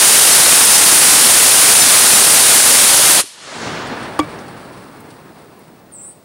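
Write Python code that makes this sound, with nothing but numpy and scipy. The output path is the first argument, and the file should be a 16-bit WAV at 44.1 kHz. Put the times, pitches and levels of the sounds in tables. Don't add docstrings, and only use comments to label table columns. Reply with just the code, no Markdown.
import sys
import numpy as np
from scipy import signal
from scipy.fft import rfft, irfft
from scipy.io import wavfile

SR = 44100
rng = np.random.default_rng(int(sys.argv[2]) if len(sys.argv) > 2 else 0)


def nominal_scale(level):
    x = np.asarray(level, float) / 20
    return 10 ** x


def put_to_file(sound):
    columns = np.atleast_2d(sound).T
    safe = np.clip(columns, -1, 1)
    whole_steps = np.round(safe * 32767)
    wavfile.write(sys.argv[1], SR, whole_steps.astype(np.int16))


N = 275359
TIME = np.arange(N) / SR
BURNOUT_S = 3.207


def in_time(rows):
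    s, *columns = np.transpose(rows)
    return [np.interp(TIME, s, column) for column in columns]


def at_hz(points, hz):
    table_hz, db = np.transpose(points)
    return np.interp(np.log(hz), np.log(table_hz), db)


def rms_one(x):
    return x / np.sqrt(np.mean(x ** 2) + 1e-20)


def drift(rate_hz):
    r = np.exp(-80 * np.pi * rate_hz / SR)
    draws = rng.standard_normal(N // 40 + 2002)
    slow = signal.lfilter([1], [1, -2 * r, r * r], draws)[2000:]
    return np.interp(np.arange(N) / 40, np.arange(len(slow)), rms_one(slow))


def coloured(spectrum):
    hz = np.maximum(np.fft.rfftfreq(N, 1 / SR), 1)
    white = rfft(rng.standard_normal(N))
    return rms_one(irfft(white * nominal_scale(at_hz(spectrum, hz)), N))


def band_pass(x, order, edges_hz):
    return signal.sosfilt(signal.butter(order, edges_hz, "band", fs=SR, output="sos"), x)


def ring(clicks, hz, t60):
    r, w = nominal_scale(-60 / (t60 * SR)), 2 * np.pi * hz / SR
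    return signal.lfilter([0, np.sin(w)], [1, -2 * r * np.cos(w), r * r], clicks + 1e-18)


# time in seconds, level in dB above overload.
THRUST = [
    (0, 14.5),
    (1.7, 12),
    (3.15, 10.5),
    (3.175, 3.5),
    (3.204, 0.5),
    (3.224, -18.5),
    (3.245, -27),
    (3.36, -41),
    (3.45, -76),
]
# frequency in Hz, density in dB per Hz.
JET_COLOUR = [(30, -51), (117, -21), (490, -12.5), (1500, -6.5), (2900, -8), (6000, -5), (7500, -4),
              (9300, 2), (10500, -2), (12500, -13.5), (15500, -47.5)]
# frequency in Hz, density in dB per Hz.
DULL_COLOUR = [(40, -12), (200, -3), (800, 1.5), (2000, -9.5), (4500, -0.5), (8000, -17.5)]


def jet(top_db=-6.5, knee=2.2, crackle_db=5.0):
    drive_db, = in_time(THRUST)
    dull_db = np.where(TIME < BURNOUT_S, -2.5 - 0.84 * drive_db, -23.5)
    surges_db = crackle_db * drift(90) * np.clip(drive_db / 12, 0, 1)
    roar = coloured(JET_COLOUR) + nominal_scale(dull_db) * coloured(DULL_COLOUR)
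    roar = roar * nominal_scale(drive_db + surges_db)
    squared = nominal_scale(top_db) * roar / (1 + np.abs(roar) ** knee) ** (1 / knee)
    return signal.lfilter([1, -1], [1, -.986], squared)


# time in seconds, gain in dB.
RECOVERY = [
    (3.3, -37.5),
    (3.45, -17.5),
    (3.55, -7.5),
    (3.65, 0.5),
    (3.8, 4),
    (6.24, 0),
]
# frequency in Hz, density in dB per Hz.
HISS = [(25, 0), (80, 8), (300, 6.5), (2000, -12), (3500, -3.5), (7000, -7), (12000, -9), (16000, -6.5)]


def floor(hiss_db=-57, whine_hz=15675, whine_db=-60):
    gain_db, = in_time(RECOVERY)
    whine = nominal_scale(whine_db) * np.sqrt(2) * np.sin(2 * np.pi * whine_hz * TIME)
    return nominal_scale(gain_db) * (nominal_scale(hiss_db) * coloured(HISS) + whine)


# time in
# seconds, centre in Hz.
SPLITS = [(.335, 5700), (.357, 9600), (.357, 11100), (.357, 14000), (.752, 11300), (.752, 4700),
          (.752, 6300), (1.775, 8200), (1.775, 10300), (1.775, 11700), (1.82, 11700), (1.82, 6000),
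          (1.911, 12000), (2.145, 10700), (2.145, 6900), (2.585, 7600), (2.75, 14700), (3.1, 13800),
          (3.1, 10400)]


def channel_splits(width_hz=1700, level_db=-19.5, follows=.55):
    frame, grid = 1024, 407
    out, n = np.zeros(N + 2 * frame), np.arange(2 * frame)
    window = np.sin(np.pi * (n + .5) / (2 * frame))
    for (s, hz), noise in zip(SPLITS, rng.standard_normal((len(SPLITS), frame))):
        edges_hz = hz + width_hz * np.array([-.5, .5])
        lines = np.arange(*np.round(edges_hz * 2 * frame / SR).astype(int))
        cosines = np.cos(np.pi / frame * np.outer(n + .5 + frame / 2, lines + .5))
        patch = window * (cosines @ noise[lines])
        start = grid + frame * round((s * SR - grid) / frame - 1)
        out[start:start + 2 * frame] += nominal_scale(level_db + follows * at_hz(JET_COLOUR, hz)) * rms_one(patch)
    return out[:N]


# frequency in Hz, density in dB per Hz.
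ROLL = [(65, -73), (140, -60.5), (500, -64.5), (1500, -69), (2300, -77), (4500, -86), (10000, -112),
        (11800, -165)]
# frequency in Hz, loss in dB per tenfold delay.
ROLL_SPREAD = [(200, 8.5), (900, 17.5), (1600, 18), (2400, 35), (4500, 44), (10000, 24), (12000, 45)]
# frequency in Hz, loss in dB per second.
ROLL_FADE = [(200, 4), (900, 3), (1600, 6), (2400, -1), (3300, 4), (4500, 3.8), (10000, 43), (12000, 68)]


def roll(lumps_db=0.83, slow_db=-0.05, own_db=1.0, nearest_s=0.085, top_hz=10260):
    white, (gain_db,) = rng.standard_normal((2, N)), in_time(RECOVERY)
    lumps = lumps_db * drift(25) + slow_db * drift(9.8)
    lumps = lumps * np.clip((TIME - 3.55) / 0.59, .3, 1)
    delay = np.maximum(TIME - BURNOUT_S, nearest_s)
    edges = 22 * 2 ** np.arange(0, 9.7, 1 / 3)
    out = 0
    for k, (low, high) in enumerate(zip(edges, edges[1:])):
        hz = np.sqrt(low * high)
        level_db = at_hz(ROLL, hz) - at_hz(ROLL_SPREAD, hz) * np.log10(delay)
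        level_db = level_db - at_hz(ROLL_FADE, hz) * (delay - 1)
        band = band_pass(white[k % 2], 2, [low, high])
        out = out + band * nominal_scale(level_db + gain_db + lumps + own_db * drift(10))
    out = signal.sosfilt(signal.butter(6, top_hz, fs=SR, output="sos"), out)
    return out * np.sqrt(SR / 2) * (TIME > BURNOUT_S)


# start in seconds, peak in dB, centre in Hz.
SPITS = [
    (3.22, -27, 90),
    (3.236, -23, 300),
    (4.33, -14, 600),
    (4.387, -28, 4500),
    (4.482, -47.5, 11900),
    (5.002, -33, 11080),
    (5.09, -33, 1900),
    (5.104, -42, 4000),
    (5.59, -38, 10500),
]


def spits(octaves=1.1, rise_s=.002):
    out, age = np.zeros(N), np.arange(4000) / SR
    for (s, db, hz), noise in zip(SPITS, rng.standard_normal((len(SPITS), 4000))):
        edges_hz = [hz / 2 ** (octaves / 2), min(hz * 2 ** (octaves / 2), .45 * SR)]
        burst = rms_one(band_pass(noise, 4, edges_hz))
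        t60 = 0.044 + 3.2 / hz
        start = round(s * SR)
        out[start:start + 4000] += nominal_scale(db - 8 - 60 * age / t60) * (1 - np.exp(-age / rise_s)) * burst
    return out


# start in seconds, peak in dB.
PUFFS = [
    (3.869, -28),
    (4.03, -33),
    (4.387, -42),
    (4.48, -36),
    (4.731, -44),
    (4.774, -39.5),
    (5.104, -37.5),
    (5.2, -51),
]
# frequency in Hz, density in dB per Hz.
FLAME_COLOUR = [(1500, -2.5), (3000, -0.5), (4500, 5), (6800, -7), (9000, 4), (10500, -5), (13000, -40),
                (16000, -13)]


def flame(sputter_db=1.8, offset_db=2.5, lit_s=4, lit_db=-48, puff_t60_s=.07):
    age = TIME - lit_s
    swell_db = np.minimum(73 * age, -8 * age)
    level = nominal_scale(lit_db + offset_db + swell_db + sputter_db * drift(20))
    for s, db in PUFFS:
        level = level + nominal_scale(db - 9.5 - 60 * np.abs(TIME - s) / puff_t60_s) * (TIME > s)
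    return coloured(FLAME_COLOUR) * level * (TIME > BURNOUT_S)


# start in seconds, level in dB, pitch in Hz, t60 in seconds.
POP = [
    (4.1913, -3, 1200, .005),
    (4.1947, -1, 1000, .004),
    (4.1918, -12, 8800, .005),
    (4.1918, -15, 5200, .005),
    (4.1985, -15, 3350, .022),
    (4.198, -26, 6800, .02),
    (4.2, -24, 4800, .015),
    (4.192, -22, 2850, .03),
]
# start in seconds, level in dB, pitch in Hz, t60 in seconds.
CASING = [(4.1935, -15, 303, .125), (4.1968, -13, 303, .125), (4.1913, -13, 1152, .03),
          (4.19478, -13, 1152, .11), (4.2, -23, 2285, .14), (4.1968, -22, 325, .07),
          (4.1948, -22, 1205, .16), (4.199, -22, 2350, .04), (4.194, -24, 2120, .05),
          (4.1945, -24, 108, .1), (4.1945, -15, 522, .05), (4.1945, -22, 780, .05), (4.1945, -24, 930, .14),
          (4.197, -28, 1800, .04)]


def pop(tail_db=-17.5, tail_t60=0.055):
    age = TIME - POP[0][0]
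    scatter = band_pass(rng.standard_normal(N), 1, [500, 5000])
    out = scatter * nominal_scale(tail_db - 60 * np.abs(age) / tail_t60) * (age > 0)
    for s, db, hz, t60 in POP + CASING:
        click = nominal_scale(db) * (np.arange(N) == round(s * SR))
        out -= ring(click, hz, t60)
    return signal.sosfilt(signal.butter(2, 90, "high", fs=SR, output="sos"), out)


def bird(warble_hz=120.0, wobble=.25, early_db=5.5, early_t60=0.089, late_db=-6.0, late_t60=0.45):
    start_s, length_s, call_db, attack_s, release_s = 5.912, .222, -37.5, 0.027, 0.046
    since = np.clip(TIME - start_s, 0, length_s)
    low = 7500 + 2530 * np.exp(-since / 0.016) + 850 * (since / length_s) ** 3.5
    span = 9800 - 1150 * np.exp(-((since - .07) / .04) ** 4) - low
    level = np.clip(np.minimum(since / attack_s, (length_s - since) / release_s), 0, 1) ** .9
    cycle = 2 * np.pi * np.cumsum(warble_hz * (1 + wobble * drift(30))) / SR
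    height = (1 - np.cos(cycle)) / 2
    phase = 2 * np.pi * np.cumsum(low + span * height) / SR
    voice = level * nominal_scale(call_db - 24.0 * (height - .25) ** 2) * np.sin(phase)
    age, leaves = np.arange(SR // 2) / SR, rng.standard_normal((2, SR // 2))
    early = leaves[0] * nominal_scale(-60 * age / early_t60)
    late = leaves[1] * nominal_scale(-60 * age / late_t60)
    echoes = nominal_scale(early_db) * early / np.linalg.norm(early) + nominal_scale(late_db) * late / np.linalg.norm(late)
    return 0.54 * voice + signal.fftconvolve(voice, echoes)[:N]


def scene():
    mono = jet() + floor() + roll() + spits() + flame() + pop() + bird()
    return np.tile(mono, (2, 1))


def band_limit(x):
    return signal.sosfilt(signal.butter(12, 15760, fs=SR, output="sos"), x)


def record(dry):
    x = signal.sosfilt(signal.butter(2, 50, "high", fs=SR, output="sos"), dry)
    x = signal.sosfilt(signal.cheby2(14, 50, 16300, fs=SR, output="sos"), x)
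    x = np.clip(x, -1, 1) + channel_splits() * [[1], [-1]]
    return band_limit(x)


dry = scene()
out = record(dry)
put_to_file(out)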